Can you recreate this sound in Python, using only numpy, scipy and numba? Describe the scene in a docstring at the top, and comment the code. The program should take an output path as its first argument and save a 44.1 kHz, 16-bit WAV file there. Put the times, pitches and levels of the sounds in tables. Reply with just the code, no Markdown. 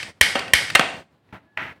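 """A hard-walled kitchen, with a piezo lighter snapped at the stove close to a phone.
Each snap is a short noise rattle on ringing lighter parts; it clips the phone and rings in the room.
The trigger ticks back, metal stove parts are knocked, and later taps come from further off.
Filtered noise makes a wavering hum, under a thin sine that comes and goes.
The phone's noise gate shuts whenever the room tail sinks to the kitchen's hum."""
import sys
import numpy as np
from scipy import signal
from scipy.fft import rfft, irfft
from scipy.io import wavfile
from scipy.ndimage import uniform_filter1d
from numba import njit

SR = 44100
rng = np.random.default_rng(int(sys.argv[2]) if len(sys.argv) > 2 else 0)


def nominal_scale(level):
    """Amplitude ratio for a level in decibels (scalar or array-like)."""
    x = np.asarray(level, float) / 20
    return 10 ** x


def to_wav(sig):
    """Store sig (one row per channel, or 1-D mono) as 16-bit WAV at the path in sys.argv[1].

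    Samples outside -1..1 are clipped; the rate is SR.
    """
    pcm = np.clip(np.atleast_2d(sig), -1, 1) * 32767
    pcm = np.round(pcm).astype(np.int16)
    wavfile.write(sys.argv[1], SR, pcm.T)  # frames by channels


N = 79380
LEAD_S = 0.3  # sound made ahead of the start, so that earlier tails carry over
M = N + int(LEAD_S * SR)

# Spring hammer snaps, close to the phone. Each row: start in [s], level in [dB], thump in [dB].
SNAPS = [(-.145, 0.5, -50.5), (0.2115, 1.5, -19), (0.535, 1, -19)]
# Resonances of hammer and lighter body. Each row: frequency in [Hz], level in [dB], T60 in [s].
SNAP_MODES = [(1700, -8, .02), (1955, 0, .03), (2234, -5, .03), (2400, -8, .02), (3180, -3, .015),
              (5030, -10, .015)]
# Low thump under a snap. Each row: frequency in [Hz], level in [dB], T60 in [s].
THUMP_MODES = [(85, -3, 0.068), (201.7, -4, 0.014), (456, -3.5, 0.01)]
# Broad colour of a snap. 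Each row: frequency in [Hz], relative gain in [dB].
SNAP_BODY = [(200, -25), (560, -19.5), (750, -19.5), (1300, -16), (1720, -3), (2140, 0.5), (2650, -8.5),
             (3100, -4.5), (4000, -10), (5200, -10), (7000, -18), (8800, -14), (11000, -16.5),
             (16000, -31.5)]
SNAP_RATTLE_S, SNAP_RING_DB, SNAP_ROOM_DB = 0.0055, -8, -9

# Trigger springing back. Each row: start in [s], level in [dB], tilt in [dB per octave] about 2 kHz.
TICKS = [(.029, -23, -2), (.392, -20, -2), (.480, -29, -5.5), (0.701, -19.5, -2)]
# Resonances of the trigger. Each row: frequency in [Hz], level in [dB], T60 in [s].
TICK_MODES = [(2000, -2, .012), (2600, 0, .012), (4500, -3, .01)]
# Broad colour of a tick. Each row: frequency in [Hz], relative gain in [dB].
TICK_BODY = [(500, -26.5), (1200, -9.5), (2300, 2.5), (3500, -2.5), (4800, -2.5), (6500, -14), (10000, -13),
             (16000, -30.5)]
TICK_RATTLE_S, TICK_RING_DB, TICK_ROOM_DB = 0.006, -2.5, -15.5

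# Knocks on the stove's metal. Each row: start in [s], level in [dB], bass tilt and treble tilt
# in [dB per octave] below and above 2 kHz, rattle in [s], ring in [dB], room in [dB].
KNOCKS = [(0.3532, -10, -1.47, -1, 0.0092, -1, -7), (0.7506, 0.5, 3.5, 3.5, 0.0096, -2.5, -12.5),
          (.7948, -5, -1.8, 0.5, 0.0043, -16, -9.5), (0.809, -14.5, -1.2, 0.5, .005, -5, -11.5)]
# Resonances of the stove. Each row: frequency in [Hz], level in [dB], T60 in [s].
STOVE_MODES = [(565, -3, .09), (780, -8, .07), (1300, -8, .06), (1375, -8, .06), (1565, -6, .07),
               (1885, -9, .05), (2120, -8, .05), (2225, -9, .05), (2790, -1, .05), (3150, -11, .05),
               (4350, -13, .04), (8775, -20, .05)]
# Broad colour of the stove. Each row: frequency in [Hz], relative gain in [dB].
STOVE_BODY = [(88, -41), (150, -13), (286, -7), (368, -16), (578, -2.5), (702, 0), (1240, -7.5),
              (1530, -1.5), (2400, -3), (3160, -6.5), (5680, -21.5), (8560, -24.5), (16000, -43.5)]

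# Taps further off in the kitchen. Each row: start in [s], level in [dB], bass tilt and treble tilt
# in [dB per octave] below and above 2 kHz, rattle in [s], ring in [dB], room in [dB].
TAPS = [(1.290, -41, 9, 0, .004, -12, -3), (1.3255, -31, -8.5, 1, 0.0051, -6.5, 0.5),
        (1.437, -36, -13, 1, .004, 1, 1), (1.5738, -16.5, 1, 0, 0.0039, -15.5, -4)]
# Resonances of what is tapped. Each row: frequency in [Hz], level in [dB], T60 in [s].
TAP_MODES = [(290, -6, .08), (650, 0, .1), (1950, -2, .02), (2490, -3, .02), (5450, -14, .06),
             (6000, -12, .03)]
# Broad colour of the taps. Each row: frequency in [Hz], relative gain in [dB].
TAP_BODY = [(120, -31), (200, -21), (448, -19), (529, -25), (851, -3), (1180, -9), (1320, -2), (2130, -2),
            (3020, -11), (6640, -42.5), (16000, -48.5)]

# Decay of the kitchen's reverberation. Each row: frequency in [Hz], T60 in [s].
ROOM_T60 = [(100, 0.47), (500, 0.62), (1000, 0.49), (2000, 0.46), (4000, 0.49), (8000, 0.59), (14000, 0.17)]
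# Colour of the reverberation. Each row: frequency in [Hz], relative gain in [dB].
ROOM_DB = [(100, -3), (500, -0.5), (2000, 2.5), (6000, -2.5), (14000, -6)]
# Early echoes from near walls. Each row: delay in [s], level in [dB].
ECHOES = [(.0175, -13), (.046, -20)]
ROOM_RISE_S = 0.0098

# Colour of the kitchen hum. Each row: frequency in [Hz], relative gain in [dB].
HUM = [(18, -38.5), (40, -17), (90, -0.5), (160, -0.5), (415, -9.5), (700, -10.5), (1780, -20), (4090, -26),
       (6000, -38), (15000, -43)]
HUM_DB, HUM_WALK_DB = -46, 3.5  # mean level, and dB per unit of the smoothed random walk
# Course of the thin tone. Each row: time in [s], level in [dB].
WHINE_DB = [(1.44, -65), (1.48, -46.5), (1.57, -49), (1.64, -54.5), (1.75, -49), (1.8, -50)]
WHINE_HZ = 1700

MIC_LOW_HZ, CLIP = 55, 1.0  # the phone's bass cut, and its full scale
GATE_DB, GATE_DEPTH_DB, GATE_KNEE_DB = -42.5, -16, 2
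GATE_LISTEN_HZ, GATE_WINDOW_S, GATE_CLOSE_S = 300, 0.02, 0.007


def colour(x, points):
    """Causal minimum-phase filter with a gain given by (Hz, dB) points."""
    n = 4096
    hz, db = np.array(points, float).T
    f = np.maximum(np.arange(n // 2 + 1) * SR / n, 1)
    gain_db = np.interp(np.log(f), np.log(hz), db)
    cepstrum = irfft(np.log(nominal_scale(gain_db)), n)
    # folding the cepstrum forward in time makes the filter causal
    cepstrum[1:n // 2] *= 2
    cepstrum[n // 2 + 1:] = 0
    impulse = irfft(np.exp(rfft(cepstrum)), n)
    return signal.fftconvolve(x, impulse)[:len(x)]


def unit(x):
    """Scale to an energy of 1."""
    return x / np.linalg.norm(x)


def tilt(hz, tilts_db):
    """Gain in dB of a bass slope below 2 kHz and a treble slope above it."""
    return np.where(hz < 2000, tilts_db[0], tilts_db[1]) * np.log2(hz / 2000)


def ring_down(modes, tilts_db=(0, 0)):
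    """Struck resonances: sines that start together and die exponentially."""
    t = np.arange(8192) / SR
    hz, db, t60 = np.array(modes, float).T[:, :, None]
    decay = np.exp(-np.log(1000) * t / t60)
    return (nominal_scale(db + tilt(hz, tilts_db)) * np.sin(2 * np.pi * hz * t) * decay).sum(0)


def hit(modes, body, rattle_s, ring_db, tilts_db, chance):
    """Body colour plus modes, shaken by a short noise rattle; the room hears it as one blow."""
    click = np.zeros(8192)
    click[0] = 1
    tilted_body = [(hz, db + tilt(hz, tilts_db)) for hz, db in body]
    ring = unit(ring_down(modes, tilts_db))
    blow = unit(colour(click, tilted_body)) + nominal_scale(ring_db) * ring
    t = np.arange(len(chance)) / SR
    rattle = chance * np.exp(-(t / rattle_s) ** 2)
    rattled = signal.fftconvolve(blow, rattle)[:len(click)]
    return 10 * unit(rattled), 10 * unit(blow)


def add(out, y, s, db):
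    """Mix a sound in at time s."""
    i = int((s + LEAD_S) * SR)
    out[i:i + len(y)] += nominal_scale(db) * y[:len(out) - i]


def room():
    """Noise tail of energy 1 that dies band by band, with two early echoes on top."""
    t = np.arange(SR) / SR
    tail = np.zeros(SR)
    hzs, t60s = np.array(ROOM_T60).T
    for hz in 60 * 2 ** np.arange(0, 8.1, 0.5):  # half-octave bands
        sos = signal.butter(2, [hz / 1.19, hz * 1.19], "band", fs=SR, output="sos")
        t60 = np.interp(np.log(hz), np.log(hzs), t60s)
        band = signal.sosfilt(sos, rng.standard_normal(SR))
        tail += band * np.exp(-np.log(1000) * t / t60)
    rise = 1 - np.exp(-t / ROOM_RISE_S)
    response = unit(colour(tail * rise, ROOM_DB))
    for s, db in ECHOES:
        response[int(s * SR)] += nominal_scale(db)
    return response


def lighter_snaps(dry, wet):
    """The spring hammer strikes: a rattle nearly alike each time, over a low thump."""
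    same = rng.standard_normal(900)
    thump = ring_down(THUMP_MODES)
    for s, db, thump_db in SNAPS:
        chance = same + 0.067 * rng.standard_normal(900)
        y, blow = hit(SNAP_MODES, SNAP_BODY, SNAP_RATTLE_S, SNAP_RING_DB, (0, 0), chance)
        add(dry, y + nominal_scale(thump_db) * thump, s, db)
        add(wet, blow, s, db + SNAP_ROOM_DB)


def kitchen_hum():
    """Bass-heavy filtered noise whose level wavers at random."""
    hum = colour(rng.standard_normal(M), HUM)
    steps = np.repeat(rng.standard_normal(M // 2000 + 1), 2000)
    walk = uniform_filter1d(steps, 2000)[:M]
    return hum / hum.std() * nominal_scale(HUM_DB + HUM_WALK_DB * walk)


def thin_tone():
    """A steady sine whose level comes and goes."""
    t = np.arange(M) / SR - LEAD_S
    level_db = np.interp(t, *np.array(WHINE_DB).T)
    return np.sin(2 * np.pi * WHINE_HZ * t) * nominal_scale(level_db)


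def trigger_ticks(dry, wet):
    """The trigger springs back as the thumb lets go: a fresh noise rattle on small modes."""
    for s, db, tilt_db in TICKS:
        chance = rng.standard_normal(900)
        y, blow = hit(TICK_MODES, TICK_BODY, TICK_RATTLE_S, TICK_RING_DB, (tilt_db, tilt_db), chance)
        add(dry, y, s, db)
        add(wet, blow, s, db + TICK_ROOM_DB)


def lighter():
    """Snaps and ticks share one spot, so one room response serves both."""
    dry, wet = np.zeros(M), np.zeros(M)
    lighter_snaps(dry, wet)
    trigger_ticks(dry, wet)
    return dry + signal.fftconvolve(wet, room())[:M]


def stove(rows, modes, body):
    """Knocks or taps: a spiky rattle on ringing modes, each kind in the room from its own spot."""
    dry, wet = np.zeros(M), np.zeros(M)
    for s, db, bass_db, treble_db, rattle_s, ring_db, room_db in rows:
        noise = rng.standard_normal(900)
        spiky = noise * np.abs(noise)
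        y, blow = hit(modes, body, rattle_s, ring_db, (bass_db, treble_db), spiky)
        add(dry, y, s, db)
        add(wet, blow, s, db + room_db)
    return dry + signal.fftconvolve(wet, room())[:M]


def scene():
    """Lighter, kitchen, stove and far taps at the phone, with the lead cut off."""
    mix = lighter() + kitchen_hum() + thin_tone()
    mix += stove(KNOCKS, STOVE_MODES, STOVE_BODY)
    mix += stove(TAPS, TAP_MODES, TAP_BODY)
    return mix[None, M - N:]


@njit
def follow(x, fall):
    """Jump up at once, sink slowly."""
    y, e = np.empty(len(x)), x[0]
    for i in range(len(x)):
        e = x[i] if x[i] > e else e + fall * (x[i] - e)
        y[i] = e
    return y


def noise_gate(x):
    """Gain in dB that ducks all that is under the threshold, judged without the bass."""
    listen = signal.butter(2, GATE_LISTEN_HZ, "high", fs=SR, output="sos")
    power = uniform_filter1d(signal.sosfilt(listen, x) ** 2, int(GATE_WINDOW_S * SR))
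    over_db = 10 * np.log10(power + 1e-12) - GATE_DB
    gain_db = GATE_DEPTH_DB / (1 + np.exp(np.clip(over_db / (GATE_KNEE_DB / 4), -20, 20)))
    # the power window is centred; this delay leaves 130 samples of look-ahead
    late = int(GATE_WINDOW_S * SR / 2) - 130
    gain_db = np.r_[np.full(late, gain_db[0]), gain_db[:-late]]
    return follow(gain_db, 1 / (GATE_CLOSE_S * SR))


def band_limit(x):
    """A steep low-pass at the top of the band."""
    return signal.sosfilt(signal.butter(12, 16360, fs=SR, output="sos"), x)


def record(dry):
    """The phone's microphone cuts the bass, its gate ducks quiet stretches, and peaks clip."""
    bass_cut = signal.butter(4, MIC_LOW_HZ, "high", fs=SR, output="sos")
    heard = signal.sosfilt(bass_cut, dry)
    gated = heard * nominal_scale(noise_gate(heard[0]))
    clipped = np.clip(gated, -CLIP, CLIP)
    return band_limit(clipped)


dry = scene()
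out = record(dry)
to_wav(out)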